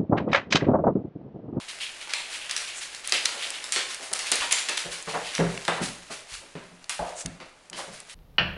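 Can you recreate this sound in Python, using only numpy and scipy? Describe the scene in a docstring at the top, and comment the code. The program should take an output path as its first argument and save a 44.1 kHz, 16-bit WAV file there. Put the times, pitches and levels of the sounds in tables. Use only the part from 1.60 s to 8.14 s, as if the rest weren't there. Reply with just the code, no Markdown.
"""In a small living room, a puppy and a cat scuffle on a wooden floor close to a hand-held camera.
Impacts (claws, paws, bumps, a knock) and friction (skids, fur, swishes) are force envelopes or noise
passed through resonances; bumps and the knock also excite damped floor modes.
Decaying noise gives the bare room's echo, about half a second long, above the quiet of the house."""
import sys
import numpy as np
from scipy import signal
from scipy.fft import rfft, irfft
from scipy.io import wavfile

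SR = 44100
rng = np.random.default_rng(int(sys.argv[2]) if len(sys.argv) > 2 else 0)


def transcribe(signal):
    """Save signal, clipped to [-1, 1], as a 16-bit WAV file at the path in sys.argv[1]."""
    frames = np.atleast_2d(signal).T
    limited = np.clip(frames, -1, 1)
    pcm = np.round(limited * 32767).astype(np.int16)
    wavfile.write(sys.argv[1], SR, pcm)


N = 288546  # length [samples]
T = np.arange(SR // 2) / SR  # time within one event [s]

# paws landing with their claws: (time [s], slap level [dB], slap centre [Hz], slap decay [s], claw level [dB])
PAW_LANDINGS = [(.473, -41, 860, 0.0032, -55), (.493, -34.5, 2770, 0.021, -45),
                (0.5355, -21.5, 3060, 0.0044, -29), (.895, -29.5, 2900, 0.0068, -29),
                (.9645, -28, 2900, 0.0059, -17), (1.5224, -22, 2280, 0.008, -9.5),
                (1.6568, -29.5, 2620, 0.013, -14), (2.0415, -35, 3000, .003, -23.5),
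                (2.1222, -27, 3680, .025, -14), (2.160, -21.5, 2820, 0.011, -40),
                (2.5916, -30.5, 3200, .02, -21), (2.721, -20.5, 3200, 0.01, -13),
                (2.926, -25, 3200, 0.0057, -8.5), (3.0868, -25, 2660, .011, -22),
                (3.173, -27.5, 3300, 0.0062, -21), (3.7512, -36, 2700, .005, -18.5),
                (4.0513, -36, 2370, .004, -27), (4.0803, -26, 1260, 0.014, -15),
                (4.952, -46, 1500, 0.032, -52), (5.2948, -28.5, 2230, .007, -28),
                (5.657, -41, 1700, .003, -50), (5.801, -41.5, 1480, 0.013, -46),
                (6.1293, -33.5, 2400, 0.0045, -47)]


def amp(db):
    """Level to amplitude: 20 dB is a factor of ten."""
    return 10 ** (np.asarray(db) / 20)


def unit(x):
    """Normalisation to an rms amplitude of 1."""
    return x / np.sqrt(np.mean(x ** 2))


def add(track, s, x):
    """Superposition: mix x into the track from time s on; a negative time counts as 0."""
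    i = max(int(s * SR), 0)
    track[i:i + len(x)] += x[:max(N - i, 0)]


def on_log_hz(hz, points):
    """Interpolation of (frequency [Hz], value) points on a logarithmic frequency axis."""
    f, value = np.transpose(points)
    return np.interp(np.log(np.maximum(hz, 1)), np.log(f), value)


def colour(x, points, size=2048):
    """Minimum-phase filtering: folding the cepstrum makes a (frequency [Hz], level [dB]) response causal."""
    gain = amp(on_log_hz(np.fft.rfftfreq(size, 1 / SR), points))
    cepstrum = irfft(np.log(gain))
    cepstrum[1:size // 2] *= 2
    cepstrum[size // 2 + 1:] = 0
    impulse_response = irfft(np.exp(rfft(cepstrum)))
    return signal.fftconvolve(x, impulse_response)[:len(x)]


def resonate(x, hz, width_hz):
    """Damped resonance: a two-pole band-pass with gain 1 at the centre."""
    g = np.tan(np.pi * min(hz, SR / 3) / SR)
    k = abs(width_hz) / hz
    numerator = [g * k, 0, -g * k]
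    denominator = [1 + g * k + g * g, 2 * (g * g - 1), 1 - g * k + g * g]
    return signal.lfilter(numerator, denominator, x)


def grit(n, spread_db, size=16):
    """Friction noise: a dense run of tiny catches, each `size` samples long, a few stronger than the rest."""
    catches = np.minimum(rng.exponential(size=n // size + 1), 2 * np.pi)
    strength = np.repeat(amp(spread_db * catches), size)[:n]
    return unit(rng.standard_normal(n) * strength)


def swell(rise, fall):
    """Contact force: a linear rise [s], then exponential decay; each lasts at least one sample."""
    build_up = np.minimum(T / max(rise, 1 / SR), 1)
    return build_up * np.exp(-np.maximum(T - rise, 0) / max(fall, 1 / SR))


def contact(force, sound):
    """Energy matching: a sound takes the rms amplitude of the force that made it."""
    return unit(sound) * np.sqrt(np.mean(force ** 2))


def rasp(force, hz, width_hz, spread_db, size=16):
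    """Rough contact: friction noise drives two equal resonances in series, which steepens the skirts."""
    catches = force * grit(len(T), spread_db, size)
    once = resonate(catches, hz, width_hz)
    return contact(force, resonate(once, hz, width_hz))


def house_air():
    """Background noise: steady random pressure, spectrally shaped, gives the quiet of the house."""
    # spectrum of the quiet: (frequency [Hz], level [dB])
    quiet_spectrum = [(25, -7.5), (35, -19), (50, -12), (90, -13), (170, -13), (300, -11), (600, -8.5),
                      (2000, -17.5), (10000, -28)]
    return amp(-59.5) * unit(colour(rng.standard_normal(N), quiet_spectrum))


def activity_db(s):
    """Amplitude modulation: the interpolated level of the scuffle at time s."""
    # how busy the scuffle is: (time [s], level [dB])
    busyness = [(0.0, -43), (0.89, -37), (1.44, -41), (1.67, -32.5), (2.37, -37.5), (2.57, -38.5),
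                (2.71, -32), (2.97, -32.5), (3.35, -39.5), (3.64, -36.5), (4.17, -37), (4.3, -44.5),
                (5.3, -52.5), (5.48, -41), (5.66, -53), (6.14, -57), (6.3, -46), (6.54, -48.5)]
    return np.interp(s, *np.transpose(busyness))


def fur(fur_db=-5, scratch_db=-9, scratches_per_s=70):
    """Distributed friction: coats rub and feet shuffle in uneven pushes, with tiny random scratches."""
    # rustle of the coats: (frequency [Hz], level [dB])
    fur_spectrum = [(100, -33), (300, -7), (600, -1), (1200, -2), (2000, 2), (2800, 0.5), (4500, -1.5),
                    (7000, -2.4), (10000, -7.5)]
    t = np.arange(N) / SR
    knots = np.linspace(0, N / SR, num=200)
    pushes_db = 1.5 * np.interp(t, knots, rng.standard_normal(len(knots)))
    scratches = (rng.random(N) < scratches_per_s / SR) * rng.uniform(-0.73, 1, N)
    rustle = grit(N, spread_db=1.5) + amp(scratch_db) * unit(scratches)
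    # the fur level is relative to the activity
    return unit(colour(rustle, fur_spectrum)) * amp(fur_db + activity_db(t) + pushes_db)


def skids(crackle_db=-6.0, crackle_hz=7000, crackle_width_hz=11000, crackle_db_per_octave=3.5):
    """Sliding friction: a hiss swells with the push; bright crackle grows with the width of the contact band."""
    # skids, narrow on pads and wide on claws: (time [s], push [s], level [dB], filter width [Hz])
    slides = [(0, 0.0072, -46, 2000), (.078, 0.0096, -37.5, 3800), (.195, 0.027, -32, 2330),
              (.40, 0.014, -40.5, 2600), (.535, 0.067, -39.5, 2200), (.68, 0.065, -36, 4500),
              (.81, 0.0037, -38, 1300), (.903, 0.011, -37, 4500), (.974, 0.046, -38, 5000),
              (1.069, .011, -36.5, 2600), (1.198, 0.025, -36.5, 5230), (1.29, 0.07, -44, 6000),
              (1.434, 0.015, -39, 4020), (1.478, 0.01, -37.5, 6000), (1.525, 0.018, -26.5, 2400),
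              (1.755, .085, -33.5, 2600), (1.92, 0.029, -37.5, 2000), (2.28, 0.031, -37, 6000),
              (2.41, 0.029, -41.5, 8000), (2.539, 0.014, -34, 8000), (2.655, 0.014, -33, 4500),
              (2.729, 0.021, -36, 7500), (2.79, 0.021, -30, 2400), (2.907, .004, -27, 4970),
              (2.941, .05, -31.5, 4000), (3.18, .01, -34.5, 5500), (3.30, 0.028, -35.5, 6300),
              (3.486, 0.0087, -36, 3600), (3.623, .047, -36, 2600), (3.719, 0.035, -36.5, 4000),
              (4.207, 0.031, -33, 8000), (4.498, 0.026, -38.5, 6400), (4.672, 0.071, -40, 6430),
              (5.295, 0.0022, -36.5, 14000), (6.151, 0.034, -39, 7100), (6.311, 0.028, -47, 7000),
              (6.485, 0.015, -45, 7000)]
    grain_hz, fall_s = 2980, 0.053  # the grain of the boards sets the pitch of every skid
    out = np.zeros(N)
    for s, push_s, db, width_hz in slides:
        force = swell(push_s, fall_s)
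        hiss = rasp(force, grain_hz, width_hz, spread_db=1.87, size=32)
        catches = force * grit(len(T), spread_db=0.5)
        crackle = contact(force, resonate(catches, crackle_hz, crackle_width_hz))
        crackle_level = crackle_db + crackle_db_per_octave * np.log2(width_hz / grain_hz)
        add(out, s, amp(db) * (hiss + amp(crackle_level) * crackle))
    return out


def pad_catch():
    """Impulsive excitation: a pad catches on the varnish for about a millisecond and rings a narrow band."""
    # one catch: (time [s], level [dB], ring [Hz], filter width [Hz], decay [s])
    # the negative time is played at 0, and the negative decay as one sample
    catch = (-1, -33, 1020, 330, -0.12)
    s, db, hz, width_hz, decay_s = catch
    out = np.zeros(N)
    force = swell(0.00086, decay_s)
    add(out, s, amp(db) * rasp(force, hz, width_hz, spread_db=2.2, size=64))
    return out


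def slaps():
    """Extended impact: pads and claws rattle down as a broad noise burst with an exponential decay."""
    width_ratio = 1.83  # filter width over centre frequency
    out = np.zeros(N)
    for s, db, hz, decay_s, _ in PAW_LANDINGS:
        force = swell(0.0012, decay_s)
        add(out, s, amp(db) * rasp(force, hz, width_ratio * hz, spread_db=2.0))
    return out


def stray_ticks(ticks_per_s=3, relative_db=-1, spread_db=11, centre_hz=5500):
    """Poisson process: faint claw ticks at random times follow the activity, as (time, level, ring) rows."""
    chance = rng.random((100, 3))
    times = np.cumsum(-np.log(1 - chance[:, 0])) / ticks_per_s
    levels = activity_db(times) + relative_db + spread_db * (2 * chance[:, 1] - 1)
    rings = centre_hz * 2 ** (chance[:, 2] - .5)  # within half an octave either way
    return [row for row in zip(times, levels, rings) if row[0] < N / SR]


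def claws(decay_s=0.0018, ring_width=0.52, crack_db=-5, chatter_db=5):
    """Impact excitation: a sharp blow and brief chatter ring each claw; gives direct sound and room send."""
    # single claws tapping the boards: (time [s], level [dB], ring [Hz])
    taps = [(.536, -17, 3900), (.911, -17.5, 5560), (.977, -21, 4460), (1.348, -28, 4700),
            (1.4745, -19.5, 9350), (1.495, -23, 6500), (1.6536, -21, 5600), (1.6565, -10.5, 5860),
            (1.904, -21, 8500), (2.3456, -24, 8600), (2.5305, -20, 8800), (2.535, -13.5, 7900),
            (2.7173, -10, 7960), (2.7565, -18, 9550), (2.9222, -13, 9050), (3.094, -19.5, 7250),
            (3.177, -16.5, 3200), (3.4256, -29.5, 7400), (3.7805, -22.5, 1870), (3.976, -24.5, 2460),
            (5.2427, -35.5, 4800), (5.295, -20.5, 7050), (5.6602, -21, 6000), (6.099, -31.5, 7500),
            (6.4023, -32, 8340)]
    claw_ratio = 1.9  # a claw rings this many times higher than its paw slaps
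    landing_room_db, tap_room_db = -4, -26  # a landing throws more sound into the room than a light tap
    near, send = np.zeros(N), np.zeros(N)
    force = swell(0.00028, decay_s)
    blow = contact(force, signal.unit_impulse(len(T)))
    landings = [(s, claw_db, claw_ratio * hz) for s, _, hz, _, claw_db in PAW_LANDINGS]
    groups = (landings, landing_room_db), (taps, tap_room_db), (stray_ticks(), tap_room_db)
    for rows, room_db in groups:
        for s, db, hz in rows:
            chatter = contact(force, force * rng.standard_normal(len(T)))
            strike = blow + amp(chatter_db) * chatter
            ring = resonate(strike, hz, hz * ring_width)
            crack = resonate(strike, hz * 0.69, hz * 0.86)  # lower and broader than the ring
            tick = amp(db) * contact(force, ring + amp(crack_db) * crack)
            add(near, s, tick)
            add(send, s, amp(room_db) * tick)
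    return near, send


def swishes(body_db=-7):
    """Brushing friction: a high band of noise over a weaker, broad one swells slowly and stops fast."""
    # something soft brushes past: (time [s], level [dB])
    brushes = [(1.125, -38), (5.548, -35.5)]
    out = np.zeros(N)
    force = swell(0.066, 0.011)
    for s, db in brushes:
        hiss = rasp(force, hz=7100, width_hz=3700, spread_db=1.5, size=32)
        body = rasp(force, hz=3000, width_hz=6200, spread_db=3.0, size=32)
        add(out, s, amp(db) * (hiss + amp(body_db) * body))
    return out


def floor_ring(rise, boom_lag=2.3):
    """Modal superposition: damped, slightly detuned sines build up over `boom_lag` times the blow's rise."""
    # floor modes: (frequency [Hz], level [dB], time to decay by 60 dB [s])
    floor_modes = [(48, -24, 0.53), (123.6, -17, 0.36), (171.7, 4.5, 0.15), (200.7, -5.5, 0.18),
                   (263.5, -8.5, 0.24), (381, -15, 0.26), (464, -23, 0.13), (550, -19.5, 0.2),
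                   (636, -13, 0.14)]
    detune = 1 + 0.011 * rng.standard_normal(len(floor_modes))  # each spot rings a little differently
    ring = np.zeros(len(T))
    for (f, level, t60), d in zip(floor_modes, detune):
        decay = np.exp(-np.log(1000) * T / t60)
        ring += amp(level) * decay * np.sin(2 * np.pi * f * d * T)
    return ring * np.minimum(T / max(boom_lag * rise, 1 / SR), 1)


def bumps(fall_s=0.027, width_ratio=1.23, scuff_db=-13.5, scuff_fall_s=0.064):
    """Soft impact: a body's weight gives a dull thump and a coat scuff, and excites the floor modes."""
    # bodies bumping down: (time [s], rise [s], thump level [dB], thump centre [Hz], floor boom level [dB])
    falls = [(1.523, 0.0068, -39.5, 513, -66), (1.72, 0.053, -47, 610, -68), (2.158, .005, -38.5, 490, -70),
             (2.38, 0.045, -49, 550, -70), (2.51, .012, -41, 580, -66), (2.713, 0.0035, -36.5, 500, -68),
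             (2.804, .023, -33.5, 1090, -51), (2.92, 0.0053, -46, 570, -67), (3.086, .006, -39, 605, -62),
             (3.246, 0.01, -41, 420, -42.5), (3.472, .004, -35.5, 640, -38.5),
             (3.53, 0.02, -29.5, 680, -30), (3.786, .015, -23, 338, -15.5),
             (4.082, 0.0031, -25.5, 627, -34.5), (4.16, .035, -39, 650, -49),
             (4.204, 0.0056, -31.5, 240, -28.5), (4.494, 0.011, -42, 520, -47),
             (4.80, 0.034, -55, 420, -52), (4.952, 0.0021, -40.5, 340, -39.5),
             (5.108, 0.012, -58, 420, -45), (5.65, 0.0034, -42, 170, -34.5), (5.801, .003, -47.5, 500, -58),
             (6.106, 0.031, -50.5, 500, -36), (6.16, 0.039, -39.5, 670, -54), (6.275, .012, -47, 480, -39)]
    thumps, boom = np.zeros(N), np.zeros(N)
    for s, rise, db, hz, boom_db in falls:
        thump = rasp(swell(rise, fall_s), hz, width_ratio * hz, spread_db=1.0, size=64)
        scuff = rasp(swell(rise, scuff_fall_s), hz=1400, width_hz=1500, spread_db=0.5)
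        add(thumps, s, amp(db) * (thump + amp(scuff_db) * scuff))  # scuff level is relative to the thump
        add(boom, s, amp(boom_db) * floor_ring(rise))
    return thumps, boom


def handling():
    """Structure-borne sound: a shifting hand sends low rumble through the camera body."""
    # the hand shifts: (time [s], rumble level [dB])
    shifts = [(2.78, -55), (3.27, -57), (4.718, -52.5), (5.388, -47), (5.646, -50)]
    out = np.zeros(N)
    for s, db in shifts:
        add(out, s, amp(db) * rasp(swell(0.0049, 0.051), hz=48.3, width_hz=52, spread_db=0))
    return out


def knock(overtone_db=-15, rise_s=0.001):
    """Hollow-body resonance: wood rattles on the floor in a narrow band with a weak octave overtone."""
    # one knock: (time [s], level [dB], ring [Hz], filter width [Hz], decay [s], floor boom level [dB])
    wooden_knock = (5.391, -33, 662, 360, 0.08, -38.5)
    s, db, hz, width_hz, decay_s, boom_db = wooden_knock
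    out = np.zeros(N)
    force = swell(rise_s, decay_s)
    ring = rasp(force, hz, width_hz, spread_db=0.0, size=64)
    overtone = rasp(force, 2 * hz, 2 * width_hz, spread_db=7.0, size=64)
    rattle = ring + amp(overtone_db) * overtone
    add(out, s, amp(db) * rattle + amp(boom_db) * floor_ring(0.0077))
    return out


def room_response(gap_s=0.0051, build_s=0.0011):
    """Reverberant decay: after a short gap, uneven random reflections die at a rate set by frequency."""
    # reverberation: (frequency [Hz], time to decay by 60 dB [s])
    decay_times = [(150, 0.47), (600, 0.58), (1500, 0.49), (4000, 0.5), (10000, 0.44)]
    unevenness_db = 2.6 * np.exp(-T / 0.075) * rng.standard_normal(len(T))  # evens out with time
    reflections = rng.standard_normal(len(T)) * amp(unevenness_db)
    hz, t, cells = signal.stft(reflections, SR)
    t60 = on_log_hz(hz, decay_times)[:, None]
    tail = signal.istft(cells * np.exp(-np.log(1000) * t / t60), SR)[1][:len(T)]
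    tail *= np.clip((T - gap_s) / build_s, 0, 1)
    return tail / np.sqrt(np.sum(tail ** 2))


def room(x):
    """Time-varying reverberation: animals and camera move, so each half second has its own reflections."""
    # tone of the echo: (frequency [Hz], level [dB])
    echo_spectrum = [(100, 2.5), (300, 1), (600, 6.5), (1200, 0.5), (2600, 1.5), (4500, 1.5), (7000, 1),
                     (10000, 3)]
    out = np.zeros(N)
    fade = np.sqrt(np.hanning(len(T)))  # half-overlapping windows keep the power steady
    for i in range(0, N, len(T) // 2):
        part = x[i:i + len(T)]
        add(out, i / SR, signal.fftconvolve(part * fade[:len(part)], room_response()))
    return colour(out, echo_spectrum)


def scene():
    """Superposition of all contacts, their echo in the room and the quiet of the house."""
    air = house_air()
    scrapes = fur() + skids() + pad_catch() + swishes()
    paws = slaps()
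    ticks, tick_send = claws()
    thumps, boom = bumps()
    rumble = handling()
    thumps = thumps + knock()
    impact_send = tick_send + amp(1.5) * paws + amp(-5.5) * thumps + amp(-7) * boom
    echo = room(impact_send + amp(-12.0) * scrapes)
    direct = ticks + paws + amp(0.92) * scrapes + amp(3.0) * thumps + boom
    return (direct + echo + rumble + air)[None]


def record(dry):
    """Transducer response: the small microphone colours the sound, and a steep low-pass removes the top."""
    # microphone: (frequency [Hz], level [dB])
    mic_response = [(50, 4.5), (500, -0.5), (1300, 2), (2800, 1), (3400, -0.5), (4300, 0.46), (5500, -1),
                    (8000, -0.5), (10200, 2), (11000, -12), (12000, -17.5)]
    low_pass = signal.ellip(8, .2, 70, 12200, fs=SR, output="sos")  # order, ripple [dB], stop [dB], edge [Hz]
    return signal.sosfilt(low_pass, colour(dry[0], mic_response))[None]


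dry = scene()
out = record(dry)
transcribe(out)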